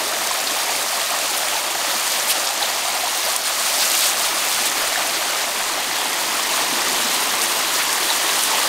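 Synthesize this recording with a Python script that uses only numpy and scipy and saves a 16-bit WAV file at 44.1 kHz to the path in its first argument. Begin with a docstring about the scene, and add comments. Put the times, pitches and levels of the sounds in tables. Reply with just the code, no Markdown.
"""A wide muddy river rushes past a rocky bank, heard through one small hand-held microphone.
From the start the current roars and gurgles and foam fizzes; splashes, plops and handling ticks stand out.
At 3.4 s the sharpest tick ducks the limiter. Around 4 s waves build and collapse in the near riffle.
From 4 to 6 s the microphone turns down toward the rocks and faint wind puffs brush it.
After that the low churning over the rocks is at its loudest."""
import sys
import numpy as np
from scipy import signal
from scipy.fft import rfft, irfft
from scipy.io import wavfile

SR = 44100
rng = np.random.default_rng(int(sys.argv[2]) if len(sys.argv) > 2 else 0)


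def inscribe(sig):
    """Save sig as 16-bit PCM at rate SR to the path in sys.argv[1].

    A 1-D sig is mono; a 2-D sig holds one channel per row.
    Samples are clipped to [-1, 1] before scaling.
    """
    pcm = np.round(np.clip(np.atleast_2d(sig).T, -1, 1) * 32767)
    wavfile.write(sys.argv[1], SR, pcm.astype(np.int16))


N = 382788
TIME = np.arange(N) / SR


def gain_of(db):
    """dB to amplitude."""
    return 10 ** (np.asarray(db) / 20)


def unit_rms(x):
    """Scales to rms 1."""
    return x / np.sqrt(np.mean(x ** 2) + 1e-20)


def envelope(rows):
    """Rows of t/s, level/dB to a gain per sample."""
    return gain_of(np.interp(TIME, *np.transpose(rows)))


def decay(t, t60_s):
    """Exponential fall, 60 dB in t60_s."""
    return np.exp(-np.log(1000) * t / t60_s)


def add(mix, start_s, sound):
    """Mixes a sound in at start_s."""
    part = mix[max(round(start_s * SR), 0):][:len(sound)]
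    part += sound[:len(part)]


def coloured(x, spectrum):
    """Filters x by rows of f/Hz, level/dB on a log frequency axis; rms 1."""
    hz, db = np.transpose(spectrum)
    bin_db = np.interp(np.log(np.fft.rfftfreq(N, 1 / SR) + 1), np.log(hz + 1), db)
    return unit_rms(irfft(rfft(x) * gain_of(bin_db), N))


def swell(low_hz, high_hz, count=30):
    """Slow random rise and fall; rms 1."""
    t = TIME[::100]
    rates_hz = np.geomspace(low_hz, high_hz, count)
    waves = sum(np.sin(2 * np.pi * (hz * t + rng.random())) / np.sqrt(hz) for hz in rates_hz)
    return np.interp(TIME, t, unit_rms(waves))


def impulses(per_s, spread_db, cap=5.5):
    """Randomly timed impulses: many small, a few large."""
    size = gain_of(spread_db * np.minimum(rng.exponential(1, N), cap))
    return size * rng.choice([-1, 1], N) * (rng.random(N) < per_s / SR)


def turbulence(patch_db, flicker_db, patch_frames, patch_bins):
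    """Noise that swells in time-frequency patches and flickers as a whole where wavelets break."""
    frames = N // 128 + 5
    real, imag, patches = rng.standard_normal((3, frames, 257))
    kernel = np.outer(np.hanning(patch_frames), np.hanning(patch_bins))
    patches = unit_rms(signal.fftconvolve(patches, kernel, "same"))
    flicker = unit_rms(signal.lfilter([1], [1, -.9], rng.standard_normal(frames)))
    stft = (real + 1j * imag) * gain_of(patch_db * patches + flicker_db * flicker[:, None])
    return unit_rms(signal.istft(stft.T, nperseg=512, noverlap=384)[1][:N])


def bubble(hz, t60_s, rise=0.11, onset_cycles=0.68):
    """Trapped air rings down, its pitch rising as it nears the surface."""
    t = np.arange(int(t60_s * SR) + 2) / SR
    phase = 2 * np.pi * hz * t * (1 + rise * t / (2 * t60_s))
    onset = 1 - np.exp(-t * hz / onset_cycles)
    return np.sin(phase) * decay(t, t60_s) * onset


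def bubble_cloud(low_hz, high_hz, per_s, cycles, spread_db, count):
    """Bubbles of many sizes, about even power per Hz; rms 1."""
    out = np.zeros(N)
    for hz in np.geomspace(low_hz, high_hz, count) * rng.uniform(.98, 1.02, count):
        births = impulses(per_s / count, spread_db)
        out += hz * signal.oaconvolve(births, bubble(hz, cycles / hz))[:N]
    return unit_rms(out)


def hum(hz=61.4, db=-65):
    """Very faint steady tone."""
    return gain_of(db) * np.sin(2 * np.pi * hz * TIME)


def wind_puffs():
    """Soft puffs of wind thud on the microphone."""
    # puffs: centre t/s, level/dB, half-length/s
    gusts = [(4.2, -56, .2), (4.85, -52, 0.18), (5.65, -53, 0.22)]
    thud_spectrum = [(10, -6), (28, 0), (60, -18), (200, -30), (1000, -70)]  # f/Hz, level/dB
    gain = np.zeros(N)
    for s, db, half_s in gusts:
        add(gain, s - half_s, gain_of(db) * np.hanning(int(2 * half_s * SR)))
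    return gain * coloured(rng.standard_normal(N), thud_spectrum)


def handling_ticks(snap_t60_s=0.0017, scatter_t60_s=0.021, scatter_db=-13):
    """Handling the microphone: a very short snap, then a little scatter."""
    # ticks: t/s, peak/dB, f/Hz
    ticks = [(0.2734, -5, 6470), (0.7637, -6, 9570), (1.3778, -11, 9220), (2.1204, -6, 8220),
             (3.3184, -9, 4140), (3.3638, 3.5, 9300), (3.4794, -5, 9440), (3.5984, -7, 6710),
             (4.6694, -9, 8490), (7.1462, -5, 8120), (7.4394, -2, 9800), (7.9294, -2, 9110),
             (8.4364, -2.5, 9130)]
    out, t = np.zeros(N), np.arange(SR // 50) / SR
    treble = signal.butter(2, [4500, 13500], "band", fs=SR, output="sos")
    for s, db, hz in ticks:
        snap = np.cos(2 * np.pi * hz * t) * decay(t, snap_t60_s)
        scatter = rng.standard_normal(len(t)) * decay(t, scatter_t60_s)
        tick = signal.sosfilt(treble, snap + gain_of(scatter_db) * scatter)
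        add(out, s, gain_of(db) * tick / abs(tick).max())
    return out


def plops():
    """Single large bubbles ring near the bank."""
    # bubbles: t/s, peak/dB, f/Hz, t60/s
    large_bubbles = [(1.11, -21, 700, .07), (1.750, -22, 1610, .025), (1.753, -21.5, 757, 0.045),
                     (2.385, -26, 805, 0.07), (2.615, -20, 806, 0.11), (3.035, -18, 703, 0.074),
                     (4.958, -11.5, 1750, .018), (4.976, -18, 720, .06)]
    out = np.zeros(N)
    for s, db, hz, t60_s in large_bubbles:
        ring = bubble(hz, t60_s)
        add(out, s, gain_of(db) * ring / abs(ring).max())
    return out


def splashes():
    """Short showers of droplets, each a noise band around one pitch."""
    # showers: centre t/s, level/dB, half-length/s, centre f/Hz, sigma/octaves
    showers = [(0.473, -21, 0.0099, 4300, .2), (1.376, -22, .016, 10000, .35),
               (2.305, -17, 0.036, 10200, 0.33), (2.311, -19.5, .036, 3500, 0.65),
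               (2.474, -18.5, 0.0092, 4600, 0.55), (2.626, -19, 0.012, 3950, .2),
               (2.657, -24, .01, 3780, .14), (3.82, -21.5, 0.035, 4300, 0.35),
               (4.045, -23, 0.075, 4400, 0.7), (4.665, -22, 0.019, 9000, .5),
               (7.4185, -13, 0.0022, 4200, .8), (7.428, -22, .022, 10200, .35), (7.81, -25, .04, 2000, .45),
               (8.105, -24, 0.02, 4050, .11), (8.287, -26, 0.035, 3700, .09), (8.44, -22, 0.041, 10200, .3)]
    out = np.zeros(N)
    for s, db, half_s, centre_hz, sigma_oct in showers:
        size = int(2 * half_s * SR)
        hz = np.fft.rfftfreq(size, 1 / SR) + 1
        band = np.exp(-.5 * (np.log2(hz / centre_hz) / sigma_oct) ** 2)
        shower = unit_rms(irfft(rfft(rng.standard_normal(size)) * band, size))
        add(out, s - half_s, gain_of(db) * shower * np.hanning(size))
    return out


def churning(trim_db=-3.0):
    """Water folds over the rocks with a low, lumpy roar."""
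    # roar drift: t/s, level before trim/dB
    drift = [(0, -36.5), (.9, -40), (1.8, -39.5), (2.5, -40), (3.7, -41), (4.2, -38), (4.9, -38),
             (5.4, -38.5), (6.2, -36.5), (6.8, -34), (7.5, -33.5), (8.2, -37.5), (8.68, -38)]
    # roar spectrum: f/Hz, relative level/dB
    spectrum = [(30, -35), (90, -22.5), (150, -12.5), (220, -4.5), (320, 0.5), (430, -1), (600, -24),
                (1500, -46)]
    roar = coloured(turbulence(patch_db=2.5, flicker_db=0.9, patch_frames=24, patch_bins=5), spectrum)
    return gain_of(trim_db) * envelope(drift) * roar


def surging(collapse_s=0.056):
    """Gain that drives the foam: each wave builds to its crest, then collapses."""
    # riffle waves: crest t/s, drive rise/dB, build-up/s
    waves = [(3.82, 5, .3), (4.08, 7.5, 0.68), (4.24, 5, 0.081), (4.66, 5.5, 0.34)]
    rises_db = [db * np.interp(TIME, [s - build_s, s, s + collapse_s], [0, 1, 0])
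                for s, db, build_s in waves]
    return gain_of(np.max(rises_db, axis=0))


def foam(trim_db=-1.02, hiss_exponent=0.75, spray_exponent=0.89):
    """Froth hisses, bubbles burst and spray falls in the near riffle; a surge throws more spray."""
    # foam drift: t/s, level before trim/dB
    drift = [(0, -24), (1.1, -23.5), (1.7, -24), (2.2, -22), (2.8, -24.5), (3.3, -22.5), (4.8, -23.5),
             (5.8, -25.5), (6.9, -22), (7.6, -22), (8.68, -21)]
    # froth spectrum: f/Hz, relative level/dB
    hiss_spectrum = [(300, -39), (1200, 3), (2200, 2.5), (3200, 2.5), (4700, 4), (5300, 1), (6700, 2.5),
                     (7600, -1.5), (9700, 1.5), (12600, -6.5), (13600, -5.5), (16000, -6.5)]
    # droplet spectrum: f/Hz, relative level/dB
    spray_spectrum = [(1500, -22.5), (4000, -13.5), (7000, -2.5), (9600, 0.5), (12600, 1.5), (13800, -5.5),
                      (16000, -18)]
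    froth = turbulence(patch_db=1.3, flicker_db=1.44, patch_frames=16, patch_bins=40)
    hiss = gain_of(-1.5) * coloured(froth, hiss_spectrum)
    spray = gain_of(-6.0) * coloured(impulses(per_s=2200, spread_db=4.0, cap=4.0), spray_spectrum)
    fizz = gain_of(-5.0) * bubble_cloud(3000, 10500, per_s=1800, cycles=10, spread_db=3.2, count=20)
    surge = surging()
    riffle = surge ** hiss_exponent * hiss + surge ** spray_exponent * (spray + fizz)
    return gain_of(trim_db) * envelope(drift) * riffle


def lapping(swell_db=1.6, gulp_sigma_s=0.018):
    """Gain that drives the current: wavelets lap, and some fold over and gulp air."""
    # gulps: centre t/s, drive rise/dB
    gulps = [(.3, 4), (.7, 4), (1.57, 7), (2.75, 3), (3.3, 7.5), (6.55, 2), (7.35, 6), (8.52, 7.5)]
    gulps_db = sum(db * np.exp(-.5 * ((TIME - s) / gulp_sigma_s) ** 2) for s, db in gulps)
    return gain_of(swell_db * swell(low_hz=2.5, high_hz=14) + gulps_db)


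def current(turn_s=(3.95, 6.2), reference_db=-22.5, rush_exponent=0.26, gurgle_exponent=1.23):
    """Turbulent rush and gurgling bubbles; the colour shifts as the microphone turns to the rocks."""
    # current drift: t/s, level/dB (unity gain at reference_db)
    drift = [(0, -22.5), (2, -22), (3.7, -22.5), (4.4, -24), (5, -23.5), (5.7, -24.5), (6.6, -20),
             (8.1, -21.5), (8.68, -20)]
    # rush spectrum before the turn: f/Hz, relative level/dB
    far_spectrum = [(20, -25), (45, -20), (110, -23.5), (250, -35), (470, -8), (580, -1.5), (720, 0),
                    (950, -3), (1250, -2), (1480, -7), (1750, -4.5), (4500, -8), (7500, -12), (16000, -33)]
    # rush spectrum after the turn: f/Hz, relative level/dB
    near_spectrum = [(20, -16), (45, -34), (110, -22), (250, -16.5), (520, -5), (720, -1.5), (1030, -1),
                     (1480, -6), (1900, -3.5), (2400, -6), (3300, -5.5), (5200, -10.5), (8000, -13.5),
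                     (16000, -34)]
    turn = np.interp(TIME, turn_s, [0, 1])
    far, near = np.sqrt(1 - turn), np.sqrt(turn)
    water = turbulence(patch_db=1.34, flicker_db=0.26, patch_frames=16, patch_bins=9)
    water += gain_of(-12.0) * bubble_cloud(561, 4870, per_s=1000, cycles=20, spread_db=3.0, count=32)
    rush = gain_of(-25.0) * (far * coloured(water, far_spectrum) + near * coloured(water, near_spectrum))
    far_gurgle = bubble_cloud(602, 1040, per_s=55, cycles=26, spread_db=1.5, count=18)
    near_gurgle = bubble_cloud(820, 1170, per_s=90, cycles=28, spread_db=2.0, count=18)
    gurgle = gain_of(-37.0) * (far * far_gurgle + near * near_gurgle)
    lap = lapping()
    # lapping traps air, so the gurgle rises more than the rush
    flow = lap ** rush_exponent * rush + lap ** gurgle_exponent * gurgle
    return envelope(drift) / gain_of(reference_db) * flow


def limiter(x, ceiling_db=-.5, recovery_db_per_s=7):
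    """A peak over the ceiling cuts the gain at once; recovery is slow."""
    peak_db = 20 * np.log10(abs(x).max(0) + 1e-9)
    over_db = np.maximum(peak_db - ceiling_db, 0)
    recovery_db = recovery_db_per_s * TIME
    cut_db = np.maximum.accumulate(over_db + recovery_db) - recovery_db
    return x / gain_of(cut_db)


def scene():
    """Water, ticks, wind and hum, alike in both channels."""
    mono = current() + churning() + foam() + splashes() + handling_ticks() + plops() + wind_puffs() + hum()
    return np.array([mono, mono])


def record(dry):
    """The microphone's narrow treble notch, then limiter and low-pass."""
    notch_hz, half_width_hz, floor_db = 11030, 690, -15
    detune = 1j * (np.fft.rfftfreq(N, 1 / SR) - notch_hz) / half_width_hz
    notch = (gain_of(floor_db) + detune) / (1 + detune)
    limited = limiter(irfft(rfft(dry) * notch, N))
    lowpass = signal.firwin(1023, cutoff=15730, window=("kaiser", 9), fs=SR)
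    return signal.oaconvolve(limited, lowpass[None], "same")


dry = scene()
out = record(dry)
inscribe(out)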